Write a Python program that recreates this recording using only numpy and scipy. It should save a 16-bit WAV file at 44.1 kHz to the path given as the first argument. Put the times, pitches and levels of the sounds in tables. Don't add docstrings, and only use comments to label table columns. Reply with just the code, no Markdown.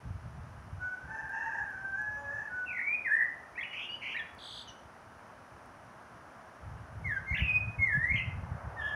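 import sys
import numpy as np
from scipy import signal
from scipy.fft import rfft, irfft, next_fast_len
from scipy.io import wavfile
from scipy.ndimage import uniform_filter1d, map_coordinates

SR = 44100
rng = np.random.default_rng(int(sys.argv[2]) if len(sys.argv) > 2 else 0)


def to_wav(s):
    ch = np.atleast_2d(s).T
    pcm = np.round(np.clip(ch, -1, 1) * 32767)
    wavfile.write(sys.argv[1], SR, pcm.astype(np.int16))


N = 394739
TIME = np.arange(N) / SR


def amp(db):
    return 10 ** (np.asarray(db) / 20)


def unit(x):
    return x / np.sqrt(np.mean(x ** 2) + 1e-20)


def along(points, hz):
    freqs, values = np.transpose(points)
    return np.interp(np.log(np.abs(hz) + 1), np.log(freqs + 1), values)


def curves(rows):
    times, *columns = np.transpose(rows)
    span = np.flatnonzero((TIME >= times[0]) & (TIME <= times[-1]))
    return [span] + [np.interp(TIME[span], times, column) for column in columns]


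def stretch(start, length):
    span = np.flatnonzero((TIME >= start) & (TIME < start + length))
    return span, (TIME[span] - start) / length


def ease(ramp):
    return np.sin(np.pi / 2 * np.clip(ramp, 0, 1)) ** 2


def envelope(progress, length, attack, release):
    return ease(np.minimum(progress * length / attack, (1 - progress) * length / release))


def fade(size, edge_s=0.0042):
    t = np.arange(size) / SR
    return ease(np.minimum(t, t[::-1]) / edge_s)


def wobble(rate, size=N):
    knots = rng.standard_normal(int(size * rate / SR) + 4)
    return map_coordinates(knots, [np.arange(size) * rate / SR])


def filtered(x, response):
    size = next_fast_len(N + SR // 2)
    return irfft(rfft(x, size) * response(np.fft.rfftfreq(size, 1 / SR)), size)[:N]


def noise(spectrum):
    return unit(filtered(rng.standard_normal(N), lambda hz: amp(along(spectrum, hz))))


def phase_of(hz):
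    return 2 * np.pi * np.cumsum(hz) / SR


# time_s, level_db
RUSH_LEVELS = [(0.0, -61.5), (0.6, -60), (1.35, -58.5), (5.76, -58.5), (8.15, -55.5), (8.95, -49.5)]
# frequency_hz, gain_db
RUSH_COLOUR = [(210, -23), (350, -8.5), (382, -14), (420, -9), (630, 1.5), (680, 1.5), (1320, -2),
               (1470, -3), (1590, -2.5), (3500, -39.5), (4550, -59.5), (7700, -120)]
AIR_COLOUR = [(24, -22), (40, -12.5), (70, -8), (186, -1.5), (244, 2), (292, -2.5), (733, -8), (847, -3.5),
              (961, -3), (1330, -4), (3000, -18.5), (3900, -52), (6600, -120)]
HISS_COLOUR = [(1760, -45), (3000, 3), (3900, -1), (4530, -0.5), (5850, 2.5), (7750, -9.5), (9590, -2),
               (10300, -2.5), (11900, -12.5), (15500, -18.5)]

def town():
    swell = amp(np.interp(TIME, *np.transpose(RUSH_LEVELS)))
    rush = amp(2.5 + 0.56 * wobble(2.57)) * swell * noise(RUSH_COLOUR)
    return rush + amp(-57.5) * noise(AIR_COLOUR) + amp(-71.5) * noise(HISS_COLOUR)


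# start_s, level_db
CAMERA_TICKS = [(1.2953, -54), (1.7055, -56), (2.0173, -53), (2.57, -64.5), (4.3497, -54), (5.6595, -60)]

def camera_ticks(decay_s=0.012):
    strength = sum(amp(db - 60 * np.abs(TIME - s) / decay_s) * (TIME >= s) for s, db in CAMERA_TICKS)
    return amp(-3.5) * strength * noise([(1000, -17), (5000, -4), (10000, 0.5), (15000, -4.5)])


# frequency_hz, gain_db
RUMBLE_COLOUR = [(13, -63), (22, -26.5), (64, 4.5), (114, 3.5), (166, -5.5), (276, -21.5), (420, -40),
                 (550, -64.5), (920, -120)]
# start_s, length_s, level_db
WIND_GUSTS = [(0.0, 0.95, -43.5), (0.994, 0.2, -45), (1.107, 1.8, -56), (2.06, 0.41, -51.5),
              (6.576, 2.5, -44.5), (6.91, 1.73, -37.5)]
# start_s, level_db
WIND_THUMPS = [(0.105, -26.5), (0.27, -38), (0.399, -34.5), (0.727, -31.5), (0.78, -35), (1.051, -44),
               (7.973, -23.5), (8.118, -24), (8.145, -22.5), (8.432, -26.5), (8.516, -26.5)]

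def wind(calm_db=-61.5, lump_db=4.0, thump_hz=100, low_cut_hz=42):
    gusts = [amp(db) * envelope((TIME - start) / length, length, attack=0.066, release=0.16)
             for start, length, db in WIND_GUSTS]
    strength = np.maximum(amp(calm_db), np.max(gusts, axis=0))
    out = amp(-2) * strength * unit(noise(RUMBLE_COLOUR) * amp(lump_db * wobble(24)))
    t = np.arange(SR // 10) / SR
    age = t / 0.0041
    pulse = age * np.exp(1 - age)
    for start, db in WIND_THUMPS:
        hz = thump_hz * np.exp(0.23 * rng.standard_normal())
        out[round(start * SR):][:len(t)] += amp(db - 1.5) * pulse * np.sin(2 * np.pi * hz * t)
    return filtered(out, lambda hz: hz ** 2 / np.hypot(hz ** 2, low_cut_hz ** 2))


# frequency_hz, decay_s
STREET_DECAY = [(300, 0.31), (2000, 0.56), (5000, 0.45), (12000, 0.043)]

def street_reverb(x, build_s):
    hz, t, spectrum = signal.stft(rng.standard_normal(SR), SR, nperseg=256)
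    decay = amp(-60 * t / along(STREET_DECAY, hz)[:, None])
    tail = signal.istft(spectrum * decay * (1 - np.exp(-t / build_s)), SR, nperseg=256)[1]
    return signal.fftconvolve(x, tail / np.linalg.norm(tail))[:N]


# delay_s, gain_db
WALL_ECHOES = [(.0088, -9), (0.02, -9.5), (0.093, -17), (.118, -23)]

def wall_echoes(x):
    return sum(amp(db) * np.interp(TIME - delay, TIME, x, left=0) for delay, db in WALL_ECHOES)


# frequency_hz, gain_db
ROOSTER_THROAT = [(750, -11.5), (852, -10.5), (875, -0.5), (1100, -3.5), (1450, 8.5), (1800, 0),
                  (2250, -22.5), (2550, -31.5), (2750, -14), (2920, -34), (4300, -68), (5300, -33),
                  (6600, -31), (8000, -52.5)]
# start_s, length_s, from_hz, to_hz, level_db, from_roughness, to_roughness
CROW_SYLLABLES = [ (.787, .195, 746, 757.3, -45, 0.24, 0.15), (.97, 0.33, 750, 809, -52.5, .25, 0.62),
                  (1.068, 0.24, 883.3, 865, -44, 0.21, 0.52), (1.265, 0.47, 819.5, 823, -46, 0.63, 0.71),
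                  (1.308, 0.35, 907.6, 870.6, -42, 0.46, 0.7),
                  (1.682, 0.35, 768.6, 786.5, -47.5, 0.2, 0.31), (1.95, 0.361, 846.7, 849, -41, 0.04, 0.06),
                  (2.25, 0.26, 856.4, 860.6, -44, 0.18, 0.92), (2.479, 0.18, 745, 746.6, -47.5, 0.25, 0.05),
                  (2.629, 0.21, 748.4, 725, -52.5, 0, 0.17)]

def roosters(jitter=0.049, flutter_db=4, drift_db=1.7, scoop_share=0.0352, scoop_s=0.0217):
    out = np.zeros(N)
    attack_s, release_s = 0.046, 0.062
    crack_start_s, crack_length_s = 2.14, 0.28
    crack_progress = (TIME - crack_start_s) / crack_length_s
    crack = amp(-51) * envelope(crack_progress, crack_length_s, attack_s, release_s)
    for start, length, from_hz, to_hz, db, from_rough, to_rough in CROW_SYLLABLES:
        span, progress = stretch(start, length)
        scoop = scoop_share * np.exp(-np.minimum(progress, 1 - progress) * length / scoop_s)
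        hz = (from_hz + (to_hz - from_hz) * progress) * (1 - scoop)
        rough = from_rough + (to_rough - from_rough) * progress
        phase = phase_of(hz * (1 + jitter * rough * wobble(260, len(span))))
        voice = sum(amp(along(ROOSTER_THROAT, k * hz)) * np.sin(k * phase) for k in range(1, 12))
        flutter = drift_db * wobble(30.5, len(span)) + flutter_db * rough * wobble(89.5, len(span))
        thirds = np.sin(2 * phase / 3) + amp(-8) * sum(np.sin(k * phase / 3) for k in (4, 5))
        syllable = amp(db + flutter) * voice + crack[span] * thirds
        out[span] += envelope(progress, length, attack_s, release_s) * syllable
    return np.sqrt(2) * out


# frequency_hz, gain_db
RASP_COLOUR = [(3500, -16), (6200, -13.5), (7800, -23), (9500, 14.5), (11000, -10.5), (13800, -13.5),
               (15700, -31)]

def rasp(song, gain_db=-43, raspy_below_hz=2050):
    low_notes = filtered(song, lambda hz: 1 / np.sqrt(1 + (hz / raspy_below_hz) ** 20))
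    strength = np.sqrt(np.abs(uniform_filter1d(low_notes ** 2, size=300)))
    return amp(gain_db) * strength * noise(RASP_COLOUR)


# frequency_hz, gain_db
SYRINX_OVERTONES = [(3400, -35.5), (5000, -47.5), (6300, -40), (8200, -61), (9700, -46), (11800, -64),
                    (14200, -50.5), (15700, -57)]

def syrinx(hz, db, press_db, sparkle_db=0, waver=0.0036, blur=0.006):
    hz = uniform_filter1d(hz, size=40) * (1 + waver * wobble(220, len(hz)))
    shaky_phase = phase_of(hz * (1 + blur * wobble(1500, len(hz))))
    overtones = np.zeros(len(hz))
    for k in range(2, 9):
        lift_db = press_db * 2 / k + sparkle_db * along([(10500, 0), (13000, 1)], k * hz)
        gain = amp(along(SYRINX_OVERTONES, k * hz) + lift_db) * (k * hz < SR / 2)
        overtones += gain * np.sin(k * shaky_phase)
    return np.sqrt(2) * amp(db) * fade(len(hz)) * (np.sin(phase_of(hz)) + overtones)


def warble(hz, db, rate, swing_hz, press_db, sparkle_db=0, throb_db=3, scatter=0.25):
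    cycle = np.sin(phase_of(np.full(len(hz), rate))) + scatter * wobble(406.7, len(hz))
    throb = throb_db * cycle * swing_hz / np.max(swing_hz)
    return syrinx(hz + swing_hz * cycle, db - throb, press_db, sparkle_db, waver=0.00067)


# start_s, length_s, from_hz, to_hz, level_db
SQUEAKS_AND_RING = [ (3.552, .032, 2170, 2740, -50), (3.575, .027, 1755, 2330, -36.5),
                    (3.606, 0.016, 3170, 3520, -48.5), (3.608, 0.016, 2023, 1780, -38.5),
                    (3.625, 0.016, 1874, 3040, -36.5), (3.634, .092, 2945, 2900, -48.5),
                    (3.646, 0.015, 2944, 1860, -40), (3.887, .075, 2825, 3020, -43),
                    (3.891, 0.073, 4600, 4790, -63.5), (4.119, .038, 2824, 2746, -45),
                    (4.143, .028, 1677, 2076, -39), (4.16, 0.0274, 3970, 3710, -58.5),
                    (4.162, .019, 1970, 2700, -37), (4.183, 0.031, 1853, 1743, -39.5),
                    (4.19, 0.022, 3490, 3250, -48), (4.424, .21, 8080, 7830, -70.5),
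                    (4.673, 0.0285, 3120, 2850, -51), (7.37, .024, 1840, 1570, -43),
                    (8.132, 0.072, 2183, 2028, -35.5)]

def squeaks():
    out = np.zeros(N)
    for start, length, from_hz, to_hz, db in SQUEAKS_AND_RING:
        span, progress = stretch(start, length)
        tone = syrinx(from_hz + (to_hz - from_hz) * progress, db, press_db=5)
        out[span] += envelope(progress, length, attack=0.0047, release=0.0055) * tone
    return out


# start_s, length_s, from_hz, to_hz, level_db, swings_per_s, swing_hz
BUZZES_AND_OVERTONES = [(3.712, 0.16, 2540, 3100, -43, 136.7, 396),
                        (4.006, 0.14, 2485, 2760, -41.5, 130, 430), (4.667, .05, 6440, 5650, -56, 230, 260),
                        (8.799, 0.14, 3246, 3200, -55.5, 350, 258)]

def buzzes():
    out = np.zeros(N)
    for start, length, from_hz, to_hz, db, rate, swing_hz in BUZZES_AND_OVERTONES:
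        span, progress = stretch(start, length)
        hz = from_hz + (to_hz - from_hz) * progress
        tone = warble(hz, db, rate, swing_hz, press_db=15, scatter=0.32)
        out[span] += envelope(progress, length, attack=0.027, release=0.019) * tone
    return out


# frequency_hz, gain_db
OPEN_BEAK = [(2900, -3), (3400, 0.5), (4400, -9.5), (5050, -6), (5500, -8), (6300, -9.5), (7500, -33),
             (7950, -15), (8400, -29), (9700, -16.5), (11500, -34)]
# time_s, sweeps_per_s, level_db
TRILL_SWEEPS = [(4.381, 71, -53), (4.45, 55, -45), (4.53, 61, -44.5), (4.61, 55, -44), (4.625, 36, -46)]

def trill(top_hz=4900, bottom_hz=2900, bend=1.2, overtone_db=-4):
    out = np.zeros(N)
    span, rate, db = curves(TRILL_SWEEPS)
    fall = np.cumsum(rate) / SR % 1
    waver = 1 + 0.018 * wobble(500, len(span))
    hz = (top_hz + (bottom_hz - top_hz) * fall ** bend) * waver
    gate = ease(np.minimum(fall, 1 - fall) / 0.14)
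    tone = sum(amp(along(OPEN_BEAK, k * hz) + overtone_db * (k > 1)) * np.sin(k * phase_of(hz))
               for k in range(1, 4))
    out[span] = np.sqrt(2) * amp(db) * gate * tone
    return out


# start_s, length_s, level_db, swell_db, press_db, sparkle_db,
# swings_per_s, widest_swing_hz, widest_after_s, swing_opens_s, swing_closes_s
WHISTLE_NOTES = [ (2.652, 0.31, -39.5, 14, -3, -1.5, 47.4, 180, 0.15, 0.17, 0.051),
                 (3.04, 0.21, -27.5, 1, -14, -5, 63, 122, .17, 0.075, 0.061),
                 (7.033, 0.16, -38, 0, 3, 8.5, 43, 10, 0.033, .05, 0.046),
                 (7.256, .332, -34.5, 5.5, 5.5, 2.5, 44, 820, .11, .018, 0.046),
                 (7.781, 0.45, -30.5, -3.5, -4.5, -5, 47.8, 645, .382, 0.022, .028),
                 (8.76, 0.28, -40.5, 4.5, 10, -2, 65, 15, 0.14, 0.035, .05)]
# time_s, pitch_hz
WHISTLE_TUNES = [
    [(2.65, 2850), (2.735, 2252), (2.79, 2026), (2.83, 2169), (2.953, 2482)],
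    [(3.05, 2142), (3.088, 1620), (3.15, 1838), (3.25, 1954)],
    [(7.04, 2250), (7.076, 2034), (7.12, 1697), (7.2, 1512)],
    [(7.26, 2114), (7.335, 2136), (7.365, 2540), (7.45, 2635), (7.49, 2500), (7.54, 2494)],
    [(7.79, 2190), (7.865, 2105), (7.897, 1826), (7.945, 1674), (8.012, 1815), (8.14, 2284), (8.168, 2730),
     (8.24, 2610)],
    [(8.775, 1842), (8.84, 1688), (8.89, 1778), (8.93, 1706)],
]

def whistles(flutter_db=3.0, quiver_below_hz=2100, sparkle_db_per_hz=0.0183):
    out = np.zeros(N)
    for note, tune in zip(WHISTLE_NOTES, WHISTLE_TUNES):
        start, length, db, swell_db, press_db, sparkle_db, rate, widest_hz, after, opens, closes = note
        span, progress = stretch(start, length)
        hz = np.interp(TIME[span], *np.transpose(tune))
        since_widest = progress * length - after
        quiver_hz = 0.05 * np.maximum(quiver_below_hz - hz, 0)
        swing_hz = widest_hz * np.exp(np.minimum(since_widest / opens, -since_widest / closes)) + quiver_hz
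        loss_db = 7 * np.tanh(swing_hz / 148)
        shine_db = sparkle_db + sparkle_db_per_hz * swing_hz
        level_db = db + swell_db * progress ** 1.44 - loss_db + flutter_db * wobble(45.7, len(span))
        tone = warble(hz, level_db, rate, swing_hz, press_db, shine_db)
        out[span] += envelope(progress, length, attack=0.03, release=0.014) * tone
    return out


def scene():
    song = whistles() + squeaks() + buzzes()
    bird = song + rasp(song) + trill()
    crows = roosters()
    near = bird + wall_echoes(bird) + amp(-10.5) * street_reverb(bird, build_s=0.0036)
    far = amp(-3.5) * crows + amp(-8.5) * street_reverb(crows, build_s=0.0084)
    return (near + far + wind() + town() + camera_ticks())[None]


def record(dry, top_hz=15690):
    return filtered(dry[0] * fade(N), lambda hz: hz < top_hz)[None]


dry = scene()
out = record(dry)
to_wav(out)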